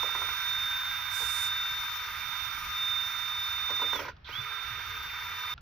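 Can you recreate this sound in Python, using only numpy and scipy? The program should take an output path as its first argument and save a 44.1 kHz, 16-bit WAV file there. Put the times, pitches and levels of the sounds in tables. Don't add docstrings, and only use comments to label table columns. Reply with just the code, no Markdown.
import sys
import numpy as np
from scipy import signal
from scipy.fft import rfft, irfft
from scipy.io import wavfile
from scipy.ndimage import uniform_filter1d

SR = 44100
rng = np.random.default_rng(int(sys.argv[2]) if len(sys.argv) > 2 else 0)


def bounce(signal):
    frames = np.transpose(np.atleast_2d(signal))
    limited = np.clip(frames, -1, 1)
    pcm = np.round(limited * 32767).astype(np.int16)
    wavfile.write(sys.argv[1], SR, pcm)


N = 247401
T = np.arange(N) / SR
F = np.maximum(np.fft.rfftfreq(N, 1 / SR), 1)


def undb(db):
    return 10 ** (np.asarray(db) / 20)


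def unit(x):
    return x / np.sqrt(np.mean(x ** 2))


def curves(table):
    times, *columns = np.transpose(table)
    return [np.interp(T, times, column) for column in columns]


def walk(rate_hz):
    return unit(irfft(rfft(rng.standard_normal(N)) / (1 + (F / rate_hz) ** 4), N))


def colour(x, points, peaks=()):
    hz, db = np.transpose(points)
    lift_db = sum(lift / (1 + (2 * (F - f) / width) ** 2) for f, width, lift in peaks)
    eq_db = np.interp(np.log(F), np.log(hz), db) + lift_db
    return unit(irfft(rfft(x) * undb(eq_db), N))


def ring(x, modes):
    response = sum(undb(db) / (1 + 1j * (F ** 2 - f ** 2) / (F * width)) for f, width, db in modes)
    return irfft(rfft(x) * response / np.sqrt(np.mean(abs(response) ** 2)), N)


def spread(direct, scatter_db):
    return unit(direct + undb(scatter_db) * rng.standard_normal((2, N)))


def pan(left_minus_right_db):
    left = undb(left_minus_right_db) * np.ones(N)
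    return 2 * np.array([left, np.ones(N)]) / (1 + left)


def burst(start_s, length_s):
    age = np.maximum(T - start_s, 0)
    return np.minimum(age / .002, 1) * np.exp(-(age / length_s) ** 2)


# pulled t/s, let go t/s, gear level/dB, its drift/(dB/s), air level/dB, its drift/(dB/s), hum level/dB
TRIGGER_PULLS = [(-0.5, 3.935, -37.5, -0.4041, -47, -0.43, -77.5), (4.24, 5.6, -40, 0.6, -56, 3.5, -69)]

def drill(cut_s=5.54):
    pulls = np.array(TRIGGER_PULLS)
    latest = np.searchsorted(pulls[:, 0], T, side="right") - 1
    on_s, off_s, gear_db, gear_drift, air_db, air_drift, hum_db = pulls[latest].T
    held_s, released_s = T - on_s, np.maximum(T - off_s, 0)
    speed = motor_speed(held_s, released_s)
    turns = shaft_turns(speed)
    gear_gain = undb(gear_db + gear_drift * held_s) * speed ** .69
    airflow = uniform_filter1d(speed ** 2.3, size=2600)
    air_gain = undb(air_db + air_drift * held_s + .43 * walk(2.4)) * airflow
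    gears = gear_gain * (gear_rattle(turns) + gear_tones(turns))
    air = air_gain * (vent_air() + motor_whistles(turns))
    whine = fan_whine(turns, released_s)
    hum = undb(hum_db) * rotor_hum(turns, held_s)
    whistle = brake_whistle(turns, speed, released_s)
    return (whine + gears + air + hum + whistle) * (T < cut_s) + start_buzz(turns)


def motor_speed(held_s, released_s, spin_up_s=.036, brake_s=.19):
    spin_up = (1 - np.exp(-held_s / spin_up_s)) ** 2
    return spin_up * np.clip(1 - (released_s / brake_s) ** 2, 0, 1)


def shaft_turns(speed, full_hz=453.5, sag_hz_per_s=.24, flutter=.00026, drag=.00521):
    hz = speed * (full_hz - sag_hz_per_s * T)
    jolts = sum(undb(db + 43) * burst(t, length) for t, _, _, db, length in PADDLE_HITS)
    braking = uniform_filter1d(jolts, size=1800)
    return np.cumsum(hz * (1 + flutter * walk(60) - drag * braking)) / SR


def shaft_speed(turns):
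    rate = np.gradient(turns)
    return rate / rate.max()


# t/s, level/dB, left minus right/dB
WHINE_FIRST_PULL = [(0.0, -32.5, -12), (0.38, -36, -7.5), (0.53, -31, -6.0), (0.81, -34.5, -1),
                    (1.06, -38.5, -11), (1.21, -33, -12), (1.54, -31.5, -1.5), (1.96, -39, 8.5),
                    (2.14, -43.5, 0), (2.3, -39, -22), (2.46, -38, -18.0), (2.64, -45, -1), (2.69, -43, 22),
                    (2.76, -35, 1), (2.84, -31, -4.5), (2.98, -30.5, -9), (3.12, -37.5, -4),
                    (3.19, -36, -12.5), (3.37, -34, -1), (3.62, -33.5, -7), (3.83, -30.5, -5),
                    (3.92, -31, -11.5)]
# t/s, level/dB, left minus right/dB
WHINE_SECOND_PULL = [(4.39, -34.5, -8.5), (4.44, -45, -22), (4.522, -39.5, -16), (4.87, -44, -14),
                     (4.942, -42.5, 0.5), (5.336, -42, 0.5), (5.52, -37, -3.5)]

def fan_whine(turns, released_s, blades=8, waver_db=.5, roughness=.39, release_s=.06):
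    db, pan_db = curves([*WHINE_FIRST_PULL, *WHINE_SECOND_PULL])
    speed = shaft_speed(turns)
    phase = 2 * np.pi * blades * turns + walk(.8) * np.array([[.35], [-.35]])
    judder = roughness * np.clip(20 * (1 - speed), 0, 1)
    tone = np.sin(phase + judder * walk(88)) * (1 + judder * walk(100))
    strength = abs(speed) ** 7 * np.exp(-(released_s / release_s) ** 2)
    return np.sqrt(2) * tone * strength * undb(db + waver_db * walk(18)) * pan(pan_db)


# f/Hz, level/dB
RATTLE_EQ = [(150, -56), (480, -21.5), (720, -12), (900, -3.5), (1700, -4), (2400, 2), (2900, -3),
             (4200, -5), (6200, -22.5), (7000, -32), (9000, -48), (16000, -27)]
# f/Hz, width/Hz, lift/dB
HOUSING_MODES = [(978.6, 86, 9.5), (1234.4, 71, 14.5), (1387, 287, 8.5), (1566, 176, 11.5), (1950, 127, 7),
                 (2258, 334, 7.5), (3490, 250, 4), (4810, 160, 10.5), (5630, 210, 19)]
# t/s, level/dB
LOW_RING_RIDE = [(0, 1.5), (.6, 1), (5.0, -1.5), (5.4, 6.5)]
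# t/s, level/dB
UPPER_RING_RIDE = [(0, -3), (.6, 5.5), (1.4, 3.5), (1.9, 0), (3.9, -2), (5.1, 1.5), (5.5, -0.5)]

def gear_rattle(turns, turns_per_carrier=5.1, throb_db=.34, shade_db=-9):
    impacts = (rng.random(N) < .3) * rng.standard_normal(N)
    carrier = 1 + .054 * np.sin(2 * np.pi * turns / turns_per_carrier)
    spectrum = rfft(colour(spread(unit(impacts), -5) * carrier, RATTLE_EQ, HOUSING_MODES))
    spectrum[0] *= undb(shade_db * F ** 2 / (F ** 2 + 3400 ** 2))
    rattle = irfft(spectrum, N)
    (low_db,), (upper_db,) = curves(LOW_RING_RIDE), curves(UPPER_RING_RIDE)
    for mode, db in (0, low_db), (1, -1 - upper_db), (3, upper_db):
        hz, width, _ = HOUSING_MODES[mode]
        band = irfft(spectrum * np.exp(-(2 * (F - hz) / width) ** 2), N)
        rattle += (undb(db - .04 * walk(5.2)) - 1) * band
    return unit(rattle) * undb(throb_db * walk(25)) * pan(-2.5)


def shaft_tones(turns, orders, pan_db, waver_db=3.5, wander_rad=.12):
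    tones = np.zeros(N)
    for order, db in orders:
        gain = undb(db + waver_db * walk(5.7))
        tones += gain * np.sin(2 * np.pi * order * turns + wander_rad * walk(37))
    return np.sqrt(2) * tones * shaft_speed(turns) ** 30 * pan(pan_db)


# multiple of the shaft rate, level/dB relative to the rattle
GEAR_HARMONICS = [(3, -13), (4, -19), (6, -19.5)]
# multiple of the shaft rate, level/dB relative to the rattle
MESH_PARTIALS = [(2.122, -25.5), (2.72, -21.5), (3.127, -47)]

def gear_tones(turns):
    harmonics = shaft_tones(turns, GEAR_HARMONICS, pan_db=-3.5)
    return harmonics + shaft_tones(turns, MESH_PARTIALS, pan_db=-15, wander_rad=.6)


# f/Hz, level/dB
VENT_EQ = [(2000, -33), (4200, 0), (5200, 4.5), (5700, 11.5), (6500, 5.5), (7500, -1.5), (9000, -12),
           (10300, 0), (11800, 3.5), (12700, 4), (13400, 5.5), (14300, 4), (15300, 10.5), (16000, -28)]

def vent_air(gain_db=3, flicker_db=1.07):
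    hiss = colour(spread(rng.standard_normal(N), 5), VENT_EQ)
    return hiss * undb(gain_db + flicker_db * walk(30)) * pan(-8)


# multiple of the shaft rate, level/dB relative to the air's gain
WHISTLE_PARTIALS = [(12.55, -23), (13.635, -16), (16, -18), (20, -16), (21, -5), (32, -20)]

def motor_whistles(turns):
    return shaft_tones(turns, WHISTLE_PARTIALS, pan_db=-17, wander_rad=.2)


def brake_whistle(turns, speed, released_s, db=-44, waver_db=4.5):
    order, _ = WHISTLE_PARTIALS[1]
    tone = np.sin(2 * np.pi * order * turns + .4 * walk(80))
    envelope = np.minimum(released_s / .02, 1) * speed ** 16
    return tone * envelope * undb(db + waver_db * walk(30)) * pan(-8)


def rotor_hum(turns, held_s, start_db=12, settle_s=.38):
    hum = shaft_tones(turns, [(.98, 0)], pan_db=-4.5, waver_db=3, wander_rad=.35)
    return hum * undb(start_db * np.exp(-held_s / settle_s))


def start_buzz(turns, start_s=4.244, length_s=.1, db=-48):
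    chirp = undb(-9) * np.sin(2 * np.pi * 21 * turns)
    drive = (spread(rng.standard_normal(N), -3) + chirp) * burst(start_s, length_s)
    buzz = ring(drive, [(3320, 110, 0), (3650, 310, 4)])
    return signal.sosfilt(signal.butter(4, 5000, fs=SR, output="sos"), buzz) * undb(db) * pan(-8)


def brief_hiss(turns, start_s=1.1, end_s=1.503, fade_s=.049, db=-39):
    gate = np.clip(np.minimum(T - start_s, end_s - T) / fade_s, 0, 1)
    eq = [(2000, -17), (5000, 17.5), (7000, 14.5), (10500, 8), (12500, 14), (16000, -12)]
    hiss = colour(rng.standard_normal(N), eq)
    whistle = shaft_tones(turns, [(21, -11)], pan_db=0, waver_db=2, wander_rad=.2)
    return (hiss + whistle) * gate * undb(db) * np.array([[0], [1]])


# t/s, ring level/dB, scrape length/s, thud level/dB, thud length/s
PADDLE_HITS = [(0.031, -30.5, 0.0062, -42, 0.042), (0.092, -36, .005, -56, 0.031),
               (0.15, -31.5, 0.0082, -49.5, 0.087), (0.218, -32, 0.0058, -49.5, 0.024),
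               (0.286, -35.5, 0.013, -53.5, 0.042), (1.203, -38, 0.044, -49, 0.041),
               (3.695, -35, 0.021, -45.5, 0.042), (3.703, -42, 0.007, -40.5, 0.008),
               (3.797, -37, 0.0045, -46.5, 0.068), (3.818, -31.5, 0.015, -48, 0.038),
               (3.931, -29, 0.011, -38.5, 0.026), (3.95, -34, 0.022, -37.5, 0.022),
               (3.991, -34, 0.019, -38.5, 0.049), (4.051, -38, 0.019, -48, 0.052),
               (4.081, -37, 0.023, -45, 0.017), (4.288, -46, 0.0068, -44, 0.011),
               (4.771, -52, 0.011, -55.5, 0.027)]
# f/Hz, width/Hz, level/dB
BUCKET_WALL = [(217, 25, -20.5), (294, 5.9, -1.5), (401, 20, 1), (469, 52, 9), (568, 50, 4)]
# f/Hz, width/Hz, level/dB
BUCKET_RIM = [(933, 27, 8), (1002, 46, 15), (1340, 140, -14), (1414, 85, 15.5), (1890, 100, 5),
              (3000, 1300, -10.5)]

def paddle_bumps(strike_gain=13, thud_db=-1, boom_db=-5.5):
    rim_force = sum(undb(db) * burst(t, length) for t, db, length, _, _ in PADDLE_HITS)
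    wall_force = sum(undb(db) * burst(t, length) for t, _, _, db, length in PADDLE_HITS)
    strikes = np.zeros(N)
    for t, db, *_ in PADDLE_HITS:
        strikes[int(t * SR)] = strike_gain * undb(db)
    scrape = spread(rng.standard_normal(N), -6)
    knock = ring(scrape * rim_force, BUCKET_RIM) + ring(strikes, BUCKET_RIM[:2])
    thud = undb(thud_db) * ring(scrape * wall_force, BUCKET_WALL[2:])
    boom = undb(boom_db) * ring(scrape * wall_force ** 2 / wall_force.max(), BUCKET_WALL[:2])
    liquid_cushion = signal.butter(2, [180, 3800], "band", fs=SR, output="sos")
    return signal.sosfilt(liquid_cushion, knock + thud + boom) * pan(-3.5)


def chuck_clatter(gain_db=-6):
    jolts = sum(undb(db) * burst(t, length) for t, _, length, db, _ in PADDLE_HITS)
    clatter = ring(spread(rng.standard_normal(N), 5) * jolts, HOUSING_MODES[-3:])
    return clatter * undb(gain_db) * pan(-5)


# t/s, level/dB, length/s
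IDLE_TICKS = [(4.115, -56, 0.025), (4.164, -53, 0.0095), (5.577, -42, 0.0054), (5.583, -61, 0.0095)]
# f/Hz, width/Hz, level/dB
TICK_RING = [(1390, 91, 28.5), (2670, 450, 11), (3440, 430, 11), (5400, 700, -61)]

def tool_ticks():
    force = sum(undb(db) * burst(t, length) for t, db, length in IDLE_TICKS)
    knocks = ring(spread(rng.standard_normal(N), -6) * force, TICK_RING)
    return signal.sosfilt(signal.butter(6, 5800, fs=SR, output="sos"), knocks) * pan(-3)


# t/s, level/dB, length/s
FOOTFALLS = [(4.313, -50, 0.029), (4.384, -44.5, 0.061), (4.708, -49.5, 0.056)]

def footsteps():
    force = sum(undb(db) * burst(t, length) for t, db, length in FOOTFALLS)
    eq = [(40, -25), (95, 6), (125, 13), (190, -50), (500, -55), (3000, -90)]
    return colour(rng.standard_normal(N), eq) * force


# f/Hz, level/dB
RUMBLE_EQ = [(15, -12), (28, 1), (42, -0.5), (62, 6.5), (95, 0.5), (130, -2), (200, -14.5), (400, -20),
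             (1000, -39), (2500, -26.5), (5500, -39.5), (8000, -75), (16000, -49)]

def outdoors(rumble_db=-56, swell_db=1.94, drone_hz=91, drone_db=-64, air_db=-62.5):
    rumble = colour(rng.standard_normal(N), RUMBLE_EQ) * undb(rumble_db + swell_db * walk(4.2))
    drone = np.sqrt(2) * np.sin(2 * np.pi * drone_hz * T + 1.15 * walk(3.6))
    drone *= undb(drone_db + 2 * walk(8.3))
    air_eq = [(30, 1.5), (300, 0), (1500, 3), (5500, -15), (8000, -39.5), (12000, -52)]
    air = colour(rng.standard_normal((2, N)), air_eq) * undb(air_db)
    return (rumble + drone + air) * pan(-.8)


def treble_scoop(x, hz=8800, width_hz=2100, db=-18):
    return irfft(rfft(x) * undb(db * np.exp(-((F - hz) / width_hz) ** 2)), N)


def scene():
    mix = drill() + paddle_bumps() + chuck_clatter() + tool_ticks() + footsteps() + outdoors()
    return treble_scoop(mix) + brief_hiss(shaft_turns(speed=1))


def record(dry, lag_samples=.9, top_hz=15700):
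    lag = np.exp(-2j * np.pi * F / SR * np.array([[0], [lag_samples]]))
    lowpass = signal.ellip(10, .2, 80, top_hz, fs=SR, output="sos")
    return signal.sosfilt(lowpass, irfft(rfft(dry) * lag, N))


dry = scene()
out = record(dry)
bounce(out)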